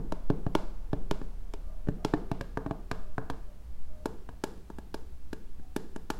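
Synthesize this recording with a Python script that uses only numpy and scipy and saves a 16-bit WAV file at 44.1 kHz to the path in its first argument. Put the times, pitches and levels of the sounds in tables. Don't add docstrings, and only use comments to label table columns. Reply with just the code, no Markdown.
import sys
import numpy as np
from scipy import signal
from scipy.fft import rfft, irfft
from scipy.io import wavfile

SR = 44100
rng = np.random.default_rng(int(sys.argv[2]) if len(sys.argv) > 2 else 0)


def generate_wav(signal):
    frames = np.transpose(np.atleast_2d(signal))
    scaled = np.clip(frames, -1, 1) * 32767
    pcm = np.round(scaled).astype(np.int16)
    wavfile.write(sys.argv[1], SR, pcm)


def to_linear_factor(level_db):
    exponent = np.asarray(level_db, float) / 20
    return 10 ** exponent


N = 272979
T = np.arange(N) / SR
LEAD = 6000


def colour(x, points):
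    hz, db = np.transpose(points)
    f = np.fft.rfftfreq(x.shape[-1], 1 / SR) + 1
    gain = to_linear_factor(np.interp(np.log(f), np.log(hz), db))
    y = irfft(rfft(x) * gain, x.shape[-1])
    return y / np.sqrt(np.mean(y ** 2, axis=-1, keepdims=True))


def band(x, hz, octaves):
    limits = np.minimum(hz * 2. ** np.array([-octaves / 2, octaves / 2]), .45 * SR)
    y = signal.sosfilt(signal.butter(2, limits, "bandpass", fs=SR, output="sos"), x)
    return y / np.sqrt(np.mean(y ** 2))


def steep_band_noise(hz, octaves):
    return band(band(rng.standard_normal(N), hz, octaves), hz, octaves)


def fade(t, t60):
    return (t >= 0) * np.exp(-np.log(1000) * np.maximum(t, 0) / t60)


def machine_hum():
    # time in seconds, level in dB.
    hum_level = [(0.0, -35), (0.07, -39.5), (1.34, -38.5), (3.09, -43), (3.19, -74), (3.41, -41),
                 (3.65, -58.5), (3.76, -49), (4.6, -52), (5.0, -74), (5.46, -45.5), (5.88, -64),
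                 (5.96, -68), (6.19, -39)]
    line = np.sqrt(2) * to_linear_factor(np.interp(T, *np.transpose(hum_level))) * np.sin(2 * np.pi * 28.9 * T)
    bed = to_linear_factor(-54.5) * band(rng.standard_normal(N), 33.3, 1.18)
    octave_rumble = to_linear_factor(-50.5) * steep_band_noise(58., .55)
    return line + bed + octave_rumble


def hand_sway():
    # time in seconds, level in dB.
    sway_level = [(0, -25.5), (1.3, -33.5), (2.3, -36.5), (2.72, -47.5), (3., -31), (3.8, -34), (4.3, -43),
                  (5.3, -32), (6.19, -35)]
    return to_linear_factor(np.interp(T, *np.transpose(sway_level))) * steep_band_noise(4., 2.2)


def air_and_hiss():
    # frequency in Hz, density in dB per Hz.
    hiss_colour = [(50, -20), (85, -2), (126, -14), (175, -8.5), (233, -15.5), (278, -15.5), (440, -35),
                   (1320, -33.5), (1670, -34), (1830, -35.5), (2480, -36), (7110, -41.5), (16000, -44.5)]
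    steady = to_linear_factor(-57.5) * colour(rng.standard_normal(N), hiss_colour)
    ebb_db_per_s = -1.42
    return steady + to_linear_factor(-60 + ebb_db_per_s * T) * band(rng.standard_normal(N), 236.0, 3.34)


def ring(t, modes, contact_s):
    hz, db, t60 = np.transpose(modes)[:, :, None]
    hz = hz * (1 + .03 * rng.standard_normal(hz.shape))
    db = db + 2.5 * rng.standard_normal(db.shape)
    swell = 1 - np.exp(-3 * np.maximum(t, 0) / contact_s)
    decay = np.minimum(fade(t - contact_s, t60) + (t < contact_s), 1)
    swing = np.cos(2 * np.pi * hz * (t - contact_s))
    y = np.sum(to_linear_factor(db) * swell * decay * swing, axis=0)
    return y / np.abs(y).max()


def taps(table, modes, push, contact_s, pad_lag_s, bounce_s, bounce_db, bright_db, tilt_db, soft=0):
    # frequency in Hz, density in dB per Hz.
    crack_colour = [(1120, -8), (1900, -57), (2230, -2), (4590, -7.5), (6050, -12), (6560, -14),
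                    (7170, -11.5), (8570, -18), (11300, -19), (15000, -33), (16000, -33)]
    out, t = np.zeros((2, N + 2 * LEAD)), np.arange(LEAD) / SR
    faces = np.array([np.ones(LEAD), fade(t, 0.026)])
    hollow_modes, panel_modes, edge_modes = modes
    pad_contact_s, edge_contact_s = contact_s
    burst = fade(t, 0.002) + to_linear_factor(bounce_db) * fade(t - bounce_s, 0.009) + to_linear_factor(-10.5) * fade(t, 0.045)
    points = [(hz, p + bright_db * np.log2(hz / 4500)) for hz, p in crack_colour]
    click = 1. * (np.arange(LEAD) == 99)
    plain_tick = colour(click, [(1100, -20)] + points[2:])
    for s, db, hollow_db, edge_db, crack_db in table:
        slope = tilt_db - soft * (edge_db + 5.5) * (s > 0)
        tilted = [(hz, p + slope * np.log2(hz / 1000), t60) for hz, p, t60 in edge_modes]
        panel = ring(t - pad_lag_s, panel_modes, pad_contact_s)
        hollow = to_linear_factor(hollow_db) * ring(t - pad_lag_s, hollow_modes, pad_contact_s)
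        edge = to_linear_factor(edge_db + 7.5) * ring(t - pad_lag_s / 2, tilted, edge_contact_s)
        body = edge - panel - hollow
        crack = burst * colour(rng.standard_normal(LEAD), points)
        tick = plain_tick * np.sqrt(np.mean(crack ** 2))
        touch = push * body * faces + to_linear_factor(crack_db + 3.0) * np.array([crack, tick])
        start = int(s * SR) + LEAD
        out[:, start:start + LEAD] += to_linear_factor(db + 1.5) * touch
    return out[:, :N + LEAD]


def pads_on_back():
    # start in seconds, panel level in dB,
    # then hollow, edge and crack in dB relative to it.
    past_tap = [
        (-0.034, -18, -1, -17, -44),
    ]
    # start in seconds, panel level in dB, then hollow, edge and crack in dB relative to it.
    pad_taps = [
        (0.301, -16.5, -0.5, -13.5, -27.5),
        (0.465, -26, 5.5, -8.5, -26.5),
        (0.931, -20.5, -1, -12, -26.5),
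        (1.215, -33, -2, -11, -23),
        (1.872, -32, -4, -16, -28),
        (1.886, -23, 5, -14, -27.5),
        (2.137, -15.5, -8, -9.5, -24.5),
        (2.315, -25.5, 3.5, -5.5, -15.5),
        (2.662, -27, -2.5, -6.5, -25),
        (2.71, -26, 0, -4, -22),
    ]
    # frequency in Hz, level in dB, t60 in seconds.
    pad_modes = [
        [(86, -37, .05), (124, -4.5, 0.044), (152, -4, 0.042), (192, -26, 0.033)],
        [(280.3, 1, 0.11), (313, -5.5, 0.052), (419, -2, 0.071), (584, -5, 0.051)],
        [(677, 13, 0.073), (843, 18, 0.02), (1126, 10.5, 0.02), (1370, -19, 0.05), (1564, -1, 0.031),
         (1725, -2, 0.034)],
    ]
    return taps(list(past_tap) + list(pad_taps), pad_modes, 0.96, (.0024, .0008), 0, .0018, -1,
                bright_db=-4.5, tilt_db=4, soft=0.75)


def nails_then_pads():
    # start in seconds, panel level in dB, then hollow, edge and crack in dB relative to it.
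    rolled_taps = [
        (0.122, -27, -5, -2, -16),
        (0.551, -16.5, -14, -4, -15.5),
        (1.111, -22.5, -4, -4.5, -13.5),
        (1.537, -34.5, -23, -6, -11.5),
        (2.048, -20, -8, -7, -13),
    ]
    # frequency in Hz, level in dB, t60 in seconds.
    rolled_modes = [
        [(133, -6, 0.058), (174, -9, 0.1)],
        [(310, -0.96, 0.048), (324, -1.7, 0.044), (412, -0.52, 0.082)],
        [(638, 13, 0.036), (890, 10.5, 0.024), (1031, 6, 0.0063), (1394, -2, 0.052), (1730, -3, 0.02)],
    ]
    return taps(rolled_taps, rolled_modes, -1.006, (.0022, .0006), 0.0013, .001, -1.9,
                bright_db=-0.6, tilt_db=0.3)


def room(x):
    # centre of an octave band in Hz, level in dB, t60 in seconds.
    tail_bands = [(98, -21.5, 0.14), (171, -25.5, 0.61), (450, -22.5, 0.64), (750, -23.5, 0.38),
                  (1320, -24, 0.56), (2060, -27, 0.27), (3740, -24.5, 0.61), (6060, -20.5, 0.57),
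                  (12000, -16.5, 0.42)]
    t = np.arange(SR // 2) / SR
    build = 1 - np.exp(-t / 0.013)
    tail = np.zeros(len(t))
    for hz, db, t60 in tail_bands:
        tail += to_linear_factor(db - 31) * band(rng.standard_normal(len(t)), hz, 1) * fade(t, t60)
    wall = to_linear_factor(-43.5) * band(rng.standard_normal(len(t)), 870.0, 0.93) * fade(t - .0345, 0.0051)
    return signal.fftconvolve(x, build * tail + wall)[:len(x)]


def far_calls():
    # start in seconds, length in seconds, pitch in Hz, level in dB, second partial in dB.
    calls = [
        (1.615, 0.15, 599, -70.5, 2),
        (1.675, 0.14, 628, -58.5, -25),
        (1.938, 0.14, 721, -61.5, -27),
        (1.965, 0.11, 614, -61, -10),
        (2.984, 0.13, 612, -63.5, -4),
        (3.478, 0.059, 594, -61, -17),
        (3.873, 0.167, 617, -60.5, -12),
        (5.541, 0.063, 580, -71, -3),
        (5.61, 0.12, 750, -65, -25),
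    ]
    out = np.zeros(N)
    blur = 1 + 0.46 * band(rng.standard_normal(N), 38.0, 1.7)
    waver = band(rng.standard_normal(N), 53.0, 3.3)
    sag_hz_per_s = -65
    for s, length, hz, db, second_db in calls:
        u = np.clip((T - s) / length, 0, 1)
        cycles = length * (hz * u + sag_hz_per_s * length * u ** 2 / 2)
        phase = 2 * np.pi * cycles + .15 * waver
        tone = np.sin(phase) + to_linear_factor(second_db) * np.sin(2 * phase)
        out += to_linear_factor(db) * np.sin(np.pi * u) ** 0.2 * tone
    return out * blur + to_linear_factor(4) * room(out)


def nails_on_back():
    # start in seconds, panel level in dB, then hollow, edge and crack in dB relative to it.
    nail_taps = [
        (2.41, -30.5, -1.5, -2.5, -11.5),
        (2.573, -25, -4.5, -1.5, -24),
        (2.914, -29.5, 0.5, 3, -9),
        (3.181, -28, 1.5, 1.5, -26),
        (3.3, -29.5, -4, 0, -10.5),
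        (4.29, -43.5, 4.5, 3, -14),
    ]
    # frequency in Hz, level in dB, t60 in seconds.
    nail_modes = [
        [(81, 0.5, 0.067), (123, 10.5, 0.07), (171, -7, 0.053)],
        [(269, -1, 0.14), (315, -5.5, 0.01), (438, -3, 0.11), (504, -4.5, 0.09)],
        [(698, 7, 0.02), (996, 4, 0.021), (1070, -15, 0.038), (1210, -12, 0.057), (1542, 3, 0.018),
         (1736, -14, 0.049)],
    ]
    return taps(nail_taps, nail_modes, 1, (.0021, .0005), 0, .0018, -2.5, bright_db=-0.5, tilt_db=0.0)


def nails_on_side():
    # start in seconds, panel level in dB, then hollow, edge and crack in dB relative to it.
    side_taps = [(4.057, -20, -27, -10.5, -19), (4.438, -21, -20, -9, -14.5), (4.576, -47, 0, -15, -21),
                 (4.701, -36, -5.5, -8, -24.5), (4.785, -36.5, -2, -7, -16.5),
                 (4.943, -26.5, -26, -9.5, -15.5), (5.33, -26.5, -21, -13, -18.5),
                 (5.596, -49, 2, -10.5, -41), (5.763, -20, -19, -12.5, -16.5), (5.961, -31, -8, -9, -19.5),
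                 (6.102, -23.5, -17, -4, -11.5)]
    # frequency in Hz, level in dB, t60 in seconds.
    side_modes = [
        [(129, -6, 0.16), (204, 17, 0.039)],
        [(284, 15.1, 0.022), (337, 9.4, 0.02), (425.3, 3.6, 0.11), (595, 7.1, 0.036)],
        [(653, 2.5, 0.055), (866, 11.5, 0.028), (1147, -10, 0.089), (1420, 2, 0.022), (1597, 3, 0.02),
         (1646, -3.5, 0.041)],
    ]
    return taps(side_taps, side_modes, -1.056, (.0026, .0009), 0, .0022, -2.5, bright_db=3.5, tilt_db=0.7)


def scene():
    background = machine_hum() + hand_sway() + air_and_hiss()
    direct, to_room = pads_on_back() + nails_then_pads() + nails_on_back() + nails_on_side()
    box = (direct + room(to_room))[LEAD:]
    return (box + background + far_calls())[None]


def roll_off(x):
    return signal.sosfilt(signal.butter(12, 16530, fs=SR, output="sos"), x)


def record(dry):
    top_cut = signal.ellip(6, .2, 50, 15900, fs=SR, output="sos")
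    return roll_off(signal.sosfilt(top_cut, dry))


dry = scene()
out = record(dry)
generate_wav(out)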